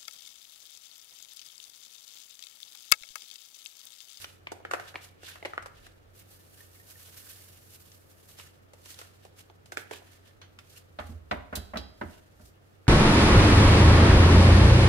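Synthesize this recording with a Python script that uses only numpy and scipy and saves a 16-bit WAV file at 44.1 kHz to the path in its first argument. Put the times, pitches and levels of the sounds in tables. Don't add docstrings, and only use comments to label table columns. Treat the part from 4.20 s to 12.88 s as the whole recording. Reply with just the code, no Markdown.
import sys
import numpy as np
from scipy import signal
from scipy.fft import rfft, irfft
from scipy.io import wavfile

SR = 44100
rng = np.random.default_rng(int(sys.argv[2]) if len(sys.argv) > 2 else 0)


def persist_wave(psi):
    counts = np.round(np.clip(psi, -1, 1) * 32767).astype(np.int16)
    wavfile.write(sys.argv[1], SR, np.atleast_2d(counts).T)


def voltage_ratio(level):
    return 10 ** (np.asarray(level, float) / 20)


N = 382788

# t/s, peak level/dB, panel f/Hz, t60/s, hollow thump against the peak level/dB
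FOLDS = [(0.043, -26.5, 2810, 0.048, -16), (0.27, -24, 2150, 0.043, -19), (0.402, -50.5, 1100, 0.06, 6),
         (0.45, -25.5, 1480, 0.053, -8), (0.742, -33.5, 1160, 0.078, -8), (0.756, -22, 2120, 0.045, -10),
         (1.156, -39, 1320, 0.1, -36), (1.226, -33, 1920, 0.049, -3), (1.249, -24, 1973, .081, -5.5),
         (1.334, -26.5, 1180, 0.055, -20), (1.378, -18, 1400, 0.027, -20), (1.482, -45, 1310, 0.042, -25),
         (4.197, -33.5, 2490, 0.05, -18), (5.298, -45.5, 2930, 0.051, 1), (5.819, -48.5, 1360, .049, 2),
         (6.215, -38, 2914, 0.15, -13), (8.668, -32, 1420, .03, -9)]
# t/s, peak level/dB, panel f/Hz, crack and hollow thump against it level/dB
CRACKS = [(0.318, -35.5, 1330, -2, 6), (0.511, -20.5, 1310, -14, -16), (0.535, -15.5, 1205, -19, -13),
          (0.597, -28, 1394, -13, -9), (1.032, -41, 1330, -5, -3), (1.254, -26, 2024, -14, -2),
          (1.424, -44.5, 1940, -2, -4), (1.459, -32, 1065, -11, -21), (1.666, -43.5, 1390, -9, -15),
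          (3.717, -51, 2600, 4.5, -29), (4.187, -43, 1620, 0, -5), (4.534, -45, 1820, -1, 1),
          (4.658, -39.5, 2660, -2.5, -11), (4.704, -43, 2950, -1, -15), (4.742, -42.5, 3600, -1, -25),
          (4.789, -38, 2500, 2, -9), (4.814, -35.5, 1260, -11, -21), (5.05, -49, 2990, -0.5, 7.5),
          (5.458, -47.5, 2620, 2.5, -7), (5.52, -26.5, 1350, -9, -8), (5.571, -16.5, 1553, -14, -12),
          (5.71, -29, 1540, -9, -0.5), (5.734, -29, 2150, -12, -8.5), (6.388, -32.5, 2500, -13, -38)]


def snaps():
    fold_crack_db = -41
    found = [(s, db, hz, fold_crack_db, t60, hollow) for s, db, hz, t60, hollow in FOLDS]
    for s, db, hz, crack, hollow in CRACKS:
        t60 = .057 + .0005 * (db + 38.5)
        found.append((s, db, hz, crack, t60, hollow))
    return sorted(found)


# t/s, left-right level/dB
HAND_SIDE = [
    (0, -0.5),
    (1.4, 0),
    (1.7, 2.5),
    (8.68, -6.5),
]


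def creases():
    panel_ratios, panel_width_hz, panel_db = (.56, 1.05, 1.4, 2.05), 118, -0.5
    size = 6000
    out = np.zeros((2, N))
    for s, peak_db, hz, crack_db, t60, hollow_db in snaps():
        click = np.zeros((2, size))
        click[:, [40, rng.integers(70, 130), rng.integers(140, 240)]] = 1, -.45, .3
        ring = band(click, hz / 2.6, hz * 1.45, order=3)
        ring = ring + voltage_ratio(-5) * band(click, hz / 1.22, hz * 1.18)

        rough = burst(t60, size) * voltage_ratio(2.04 * rng.exponential(1, size))
        driven = rough + 9 * click
        tones = sum(resonate(driven, hz * ratio, panel_width_hz) for ratio in panel_ratios)
        flutter = band(rough, hz / 2.45, hz * 1.467, order=3)
        flutter = peak_one(flutter + voltage_ratio(panel_db) * peak_one(tones))

        slow = np.clip(t60 / .15, .15, .9)
        hollow = band(driven, 310, 947, order=3)
        crack = band(burst(t60, size), 1900, 8700)
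        snap = peak_one((1 - slow) * ring + slow * flutter)
        snap = snap + voltage_ratio(hollow_db) * hollow + voltage_ratio(crack_db) * crack
        add(out, s, snap, peak_db + 2.5, np.interp(s, *np.transpose(HAND_SIDE)))
    return out


# t/s, peak level/dB, f/Hz
PIPS = [
    (2.4055, -48, 1825),
    (2.5591, -54, 2150),
    (2.599, -48, 1850),
    (2.7563, -48, 1810),
]


def pips():
    out = np.zeros((2, N))
    for s, peak_db, hz in PIPS:
        ring = modes([(hz, 0, .07)], size=4000, spread_db=0, detune=0)
        add(out, s, ring[[0, 0]], peak_db, -1.5)
    return out


# peak t/s, hiss level/dB, rise t/s, fall t/s, body against hiss level/dB
RUBS = [(0.02, -52.5, 0.24, 0.13, 7), (0.69, -66, 0.19, 0.09, 16), (0.775, -69, 0.084, 0.056, 16),
        (0.845, -57, 0.053, 0.059, 8), (1.09, -58, 0.08, 0.12, 14.5), (1.28, -72, 0.13, .15, 13),
        (1.66, -70.5, 0.25, 0.095, 12.5), (4.2, -55.5, 0.047, 0.13, 9), (4.71, -55, 0.12, 0.1, 2.5),
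        (4.81, -61, 0.19, 0.17, 9), (5.07, -70, 0.16, .05, 10.5), (5.19, -61, 0.036, 0.072, 5.5),
        (5.735, -60, 0.057, 0.11, 13), (5.96, -69, 0.3, 0.083, 11.5), (6.08, -70.5, 0.076, 0.063, 15),
        (6.5, -63, 0.02, 0.088, -7), (6.58, -62, 0.18, 0.063, 5.5), (6.89, -66.5, .16, 0.11, -1),
        (6.8, -66.5, 0.0085, 0.13, 15), (7.61, -72, .04, 0.077, 10), (7.92, -68, 0.23, 0.23, 9),
        (8.27, -64.5, 0.14, 0.063, -5), (8.465, -75, 0.02, 0.046, 3), (8.555, -78, 0.035, 0.054, 7)]


def rubbing_powers():
    rest_db, rest_body_db = -83, 10
    s, rub_db, rise_s, fall_s, body_db = np.transpose(RUBS)
    snap_s, snap_db, _, crack_db = np.transpose(snaps())[:4]
    tap_s, tap_db = np.transpose(TAPS)[:2]

    hiss = swells(s, rub_db, rise_s, fall_s) + voltage_ratio(2 * rest_db)
    hiss = hiss + swells(snap_s, snap_db + crack_db - 27, 0, 0.1)
    hiss = hiss + swells(tap_s, tap_db - 42, 0, 0.1)

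    panels = swells(s, rub_db + body_db, rise_s, fall_s) + voltage_ratio(2 * (rest_db + rest_body_db))
    panels = panels + swells(snap_s, snap_db - 31.5, 0, 0.091)
    return hiss, panels


# t/s, hiss level/dB
POUR = [
    (1.9, -95),
    (2.15, -72),
    (2.7, -68),
    (3.0, -63),
    (3.3, -65.5),
    (3.7, -70),
    (3.9, -77),
    (4.14, -66.5),
    (4.3, -92),
]
# peak t/s, hiss level/dB
SHAKES = [(1.96, -66), (1.995, -64), (2.115, -59.5), (2.335, -71), (2.405, -63), (2.555, -67.5),
          (2.645, -75), (2.711, -59), (2.86, -60), (2.98, -60), (3.1, -55), (3.27, -63.5), (3.545, -61),
          (3.615, -69), (3.75, -67), (3.91, -68), (4.09, -72)]


def pouring_power():
    stream_db = np.interp(np.arange(N) / SR, *np.transpose(POUR))
    rise_s, fall_s = 0.039, 0.061
    return voltage_ratio(2 * stream_db) + swells(*np.transpose(SHAKES), rise_s, fall_s)


# f/Hz, width f/Hz, level/dB
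PACKET = [(1530, 240, 1), (1778, 31, 0.5), (2150, 310, 0), (2790, 450, 4.5), (3330, 1450, 7.5),
          (1200, 1960, 6)]


def packet_panels():
    clumps = voltage_ratio(3.0 * np.minimum(rng.exponential(1, N), 5))
    panels = 0
    for hz, width_hz, level_db in PACKET:
        knocks = rng.standard_normal((2, N)) * clumps
        level = voltage_ratio(level_db + 3.3 * drift(16.4))
        panels = panels + level * resonate(knocks, hz, width_hz) / np.sqrt(width_hz)
    return rms_one(panels)


# f/Hz, level/dB per Hz
HISS = [(1470, -30), (2500, -9.5), (4110, -1), (4440, 0), (10000, -1.5), (11500, 0), (14900, -4),
        (16000, -11)]


def powder():
    rubbing, shaken = rubbing_powers()
    pouring = pouring_power()
    shaken = shaken + pouring * voltage_ratio(2 * 4.5)

    uneven = voltage_ratio(2.0 * np.minimum(rng.exponential(1, (2, N)), 6))
    hiss = coloured(HISS, rng.standard_normal((2, N)) * uneven)
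    fine = signal.sosfiltfilt(signal.butter(2, 10000, "high", fs=SR, output="sos"), hiss)
    fine_power = rubbing * voltage_ratio(2 * -2.3) + pouring * voltage_ratio(2 * 4)
    grains = np.sqrt(rubbing + pouring) * (hiss - fine) + np.sqrt(fine_power) * fine

    body = np.minimum(voltage_ratio(-2.5) * np.sqrt(shaken), voltage_ratio(-48)) * packet_panels()
    surge = voltage_ratio(1.88 * drift(34))
    return surge * (voltage_ratio(7.0) * grains + body) * voltage_ratio([[-1.2], [1.2]])


# t/s, peak level/dB, hardness level/dB, slap t60/s, thud against slap level/dB
TAPS = [
    (6.787, -30.5, -5.5, 0.15, -17),
    (6.89, -56.5, -17, 0.048, 12),
    (7.111, -22.5, -0.5, 0.11, -10),
    (7.326, -31.5, -32, 0.16, -6),
    (7.368, -36, -14, 0.031, -1.5),
    (7.535, -30.5, -43, 0.071, -8.5),
    (7.556, -27, -28, 0.075, -10.5),
    (7.8116, -29, -11, 0.086, -6.5),
    (8.197, -54, -25, 0.026, 0.5),
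]
# f/Hz, level/dB, t60/s
POT = [(270, -12, .25), (415, -11, .07), (480, -11, .07), (590, -4, .12), (625, 0, .16), (716, -2, .12),
       (813, -5, .08), (955, -10, .07), (1150, -8, .06), (1290, -7, .07), (1425, -6, .07), (1560, -8, .06),
       (1990, -8, .06)]


def taps():
    size = 12000
    t = np.arange(size) / SR
    out = np.zeros((2, N))
    for s, peak_db, hard_db, t60, thud_db in TAPS:
        slap = band(burst(t60, size), 440, 1880, order=3)
        slap = slap + voltage_ratio(hard_db) * band(burst(0.37 * t60, size), 1260, 4060, order=3)
        thud = modes([(213, 2, .075)], size, spread_db=0, detune=.04)[:1]
        thud = thud + voltage_ratio(-5.5) * band(burst(0.2, size)[:1], 106, 380)
        thud = thud * (1 - np.exp(-t / 0.011)) * voltage_ratio(4.5)
        body = peak_one(modes(POT, size, spread_db=2, detune=.007))
        rise = 1 - np.exp(-t / .0015)
        sound = rise * (slap + voltage_ratio(thud_db + 2) * thud + voltage_ratio(-1.0) * body)
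        add(out, s, sound, peak_db + 5.0, -1.5)
    return out


# t/s, peak level/dB, bright level/dB, left-right level/dB
NAIL = [
    (7.3541, -27, 5, -1),
    (7.5715, -25, -13, -2),
]
# f/Hz, level/dB, t60/s
WALL = [(2650, -17, .3), (3230, -15, .45), (3310, -15, .35), (3897, -13, .5), (3940, 2, .09),
        (3975, -13, .55), (4899, -10, .55), (4960, -17, .3)]


def nail():
    size = 30000
    out = np.zeros((2, N))
    for s, peak_db, bright_db, pan_db in NAIL:
        tick = band(burst(0.1, size), 2800, 5100)
        tick = tick + voltage_ratio(bright_db) * band(burst(0.096, size), 5800, 15000)
        ring = modes(WALL, size, spread_db=2, detune=.001)[:1]
        add(out, s, tick + voltage_ratio(-16) * ring, peak_db + 0.5, pan_db)
    return out


# peak t/s, lower mode level/dB, upper mode level/dB, rise t/s, fall t/s
PUSHES = [
    (6.805, -51, -49.5, 0.034, 0.33),
    (6.95, -50, -40.5, 0.19, 0.12),
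    (7.13, -54, -47, .03, 0.16),
    (7.2, -45.5, -49, 0.18, 0.068),
    (7.375, -40, -39, 0.056, 0.11),
    (7.6, -43, -50, 0.12, 0.14),
    (7.85, -50, -43, 0.055, 0.1),
    (8.25, -57, -65, .15, .12),
]


def rocking():
    t = np.arange(N) / SR
    s, lower_db, upper_db, rise_s, fall_s = np.transpose(PUSHES)
    swing = 0
    for level_db, hz in ((lower_db, 63.4), (upper_db, 82.2)):
        level = np.sqrt(2 * swells(s, level_db, rise_s, fall_s))
        swing = swing + level * np.sin(2 * np.pi * hz * t)
    return swing * voltage_ratio([[-2.5], [2.5]])


def kitchen(x):
    t60_s, wall_cut_hz = 0.5, 3500
    t = np.arange(SR // 2) / SR
    dull = np.exp(-2 * np.pi * wall_cut_hz / SR)
    echoes = signal.lfilter([1], [1, -dull], rng.standard_normal((2, len(t))))
    echoes = echoes * voltage_ratio(-60 * t / t60_s) * (t > .006)
    echoes = echoes / np.sqrt(np.sum(echoes ** 2) / 2)
    return signal.fftconvolve(x, echoes, axes=1)[:, :N]


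# f/Hz, level/dB per Hz
AIR = [(12, -76), (20, -22), (98, -6), (228, -14.5), (319, -11), (513, -12.5), (1030, -23.5), (1260, -19),
       (1480, -22), (7110, -43), (8410, -55), (14300, -44), (16000, -37)]
# peak t/s, rumble level/dB, length t/s
STIRS = [
    (1.55, -61.5, 0.99),
    (6.902, -58, 0.23),
    (7.4, -59, 0.35),
    (7.9, -58, 0.27),
    (8.24, -65, .2),
]


def background():
    air = voltage_ratio(-60) * coloured(AIR, rng.standard_normal((2, N)))

    s, stir_db, length_s = np.transpose(STIRS)
    rumble_power = voltage_ratio(2 * -75.5) + swells(s, stir_db, length_s, length_s)
    rumble = np.sqrt(rumble_power) * rms_one(band(rng.standard_normal(N), 21, 73))

    drone_hz = 92.4 + 2.315 * drift(5.67)
    turns = np.cumsum(drone_hz) / SR
    drone = voltage_ratio(-62 + 1.15 * drift(5.8)) * np.sqrt(2) * np.sin(2 * np.pi * turns)
    return air + (drone + rumble) * voltage_ratio([[-1.5], [1.5]])


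def rms_one(x):
    return x / np.sqrt(np.mean(x ** 2) + 1e-20)


def peak_one(x):
    return x / np.max(np.abs(x), axis=-1, keepdims=True)


def at_hz(points, hz):
    point_hz, value = np.transpose(points)
    return np.interp(np.log(hz), np.log(point_hz), value)


def drift(rate):
    r = np.exp(-80 * np.pi * rate / SR)
    slow = signal.lfilter([1], [1, -2 * r, r * r], rng.standard_normal(N // 40 + 2002))[2000:]
    return np.interp(np.arange(N) / 40, np.arange(len(slow)), rms_one(slow))


# f/Hz, likeness (1 same, -1 opposite)
LIKENESS = [(60, 0.096), (130, 0.87), (290, -0.17), (640, -0.19), (1400, -0.51), (15000, 0.16)]


def coloured(spectrum, white):
    hz = np.maximum(np.arange(N // 2 + 1) * SR / N, 1)
    alike = np.clip(at_hz(LIKENESS, hz), -1, 1)
    mid, side = rfft(white) * voltage_ratio(at_hz(spectrum, hz))
    stereo = np.sqrt(1 + alike) * mid + np.sqrt(1 - alike) * side * [[1], [-1]]
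    return rms_one(irfft(stereo, N))


def resonate(x, hz, width_hz):
    r = np.exp(-np.pi * width_hz / SR)
    top = np.array([1, 0, -1]) * (1 - r * r) / 2
    return signal.lfilter(top, [1, -2 * r * np.cos(2 * np.pi * hz / SR), r * r], x)


def burst(t60, size):
    fade = voltage_ratio(-60 * np.arange(size) / SR / np.clip(t60, .004, 1))
    return rng.standard_normal((2, size)) * fade


def band(x, low_hz, high_hz, order=2):
    edges = [low_hz, min(high_hz, .45 * SR)]
    return peak_one(signal.sosfilt(signal.butter(order, edges, "band", fs=SR, output="sos"), x))


def modes(table, size, spread_db, detune):
    hz, level_db, t60 = np.transpose(table)[:, :, None]
    hz = hz * (1 + detune * rng.standard_normal(hz.shape))
    t = np.arange(size) / SR
    shape = (2, len(table))
    strengths = voltage_ratio(spread_db * rng.standard_normal(shape)) * rng.choice([-1, 1], shape)
    return strengths @ (voltage_ratio(level_db - 60 * t / t60) * np.sin(2 * np.pi * hz * t))


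def swells(s, peak_db, rise_s, fall_s):
    s, peak_db, rise_s, fall_s = [np.reshape(v, (-1, 1)) for v in (s, peak_db, rise_s, fall_s)]
    ticks = np.arange(0, N + 50, 50)
    t = ticks / SR - s
    span = np.maximum(np.where(t < 0, rise_s, fall_s), .005)
    power = np.sum(voltage_ratio(2 * peak_db - 40 * np.abs(t) / span), axis=0)
    return np.interp(np.arange(N), ticks, power)


def add(out, s, sound, peak_db, pan_db):
    lag = .0005 * rng.uniform(-1, 1)
    for side in (0, 1):
        i = round((s + max(lag * (1 - 2 * side), 0)) * SR)
        level = voltage_ratio(peak_db + pan_db * (1.5 - side))
        out[side, i:i + sound.shape[1]] += level * sound[side, :N - i]


def scene():
    hits = creases() + pips() + taps() + nail()
    return hits + voltage_ratio(-14) * kitchen(hits) + powder() + rocking() + background()


def roll_off(x):
    return signal.sosfilt(signal.butter(12, 16820, fs=SR, output="sos"), x)


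def record(dry):
    mix = signal.sosfilt(signal.cheby2(8, 24, 16000, fs=SR, output="sos"), dry)
    return roll_off(mix)


dry = scene()
out = record(dry)
persist_wave(out)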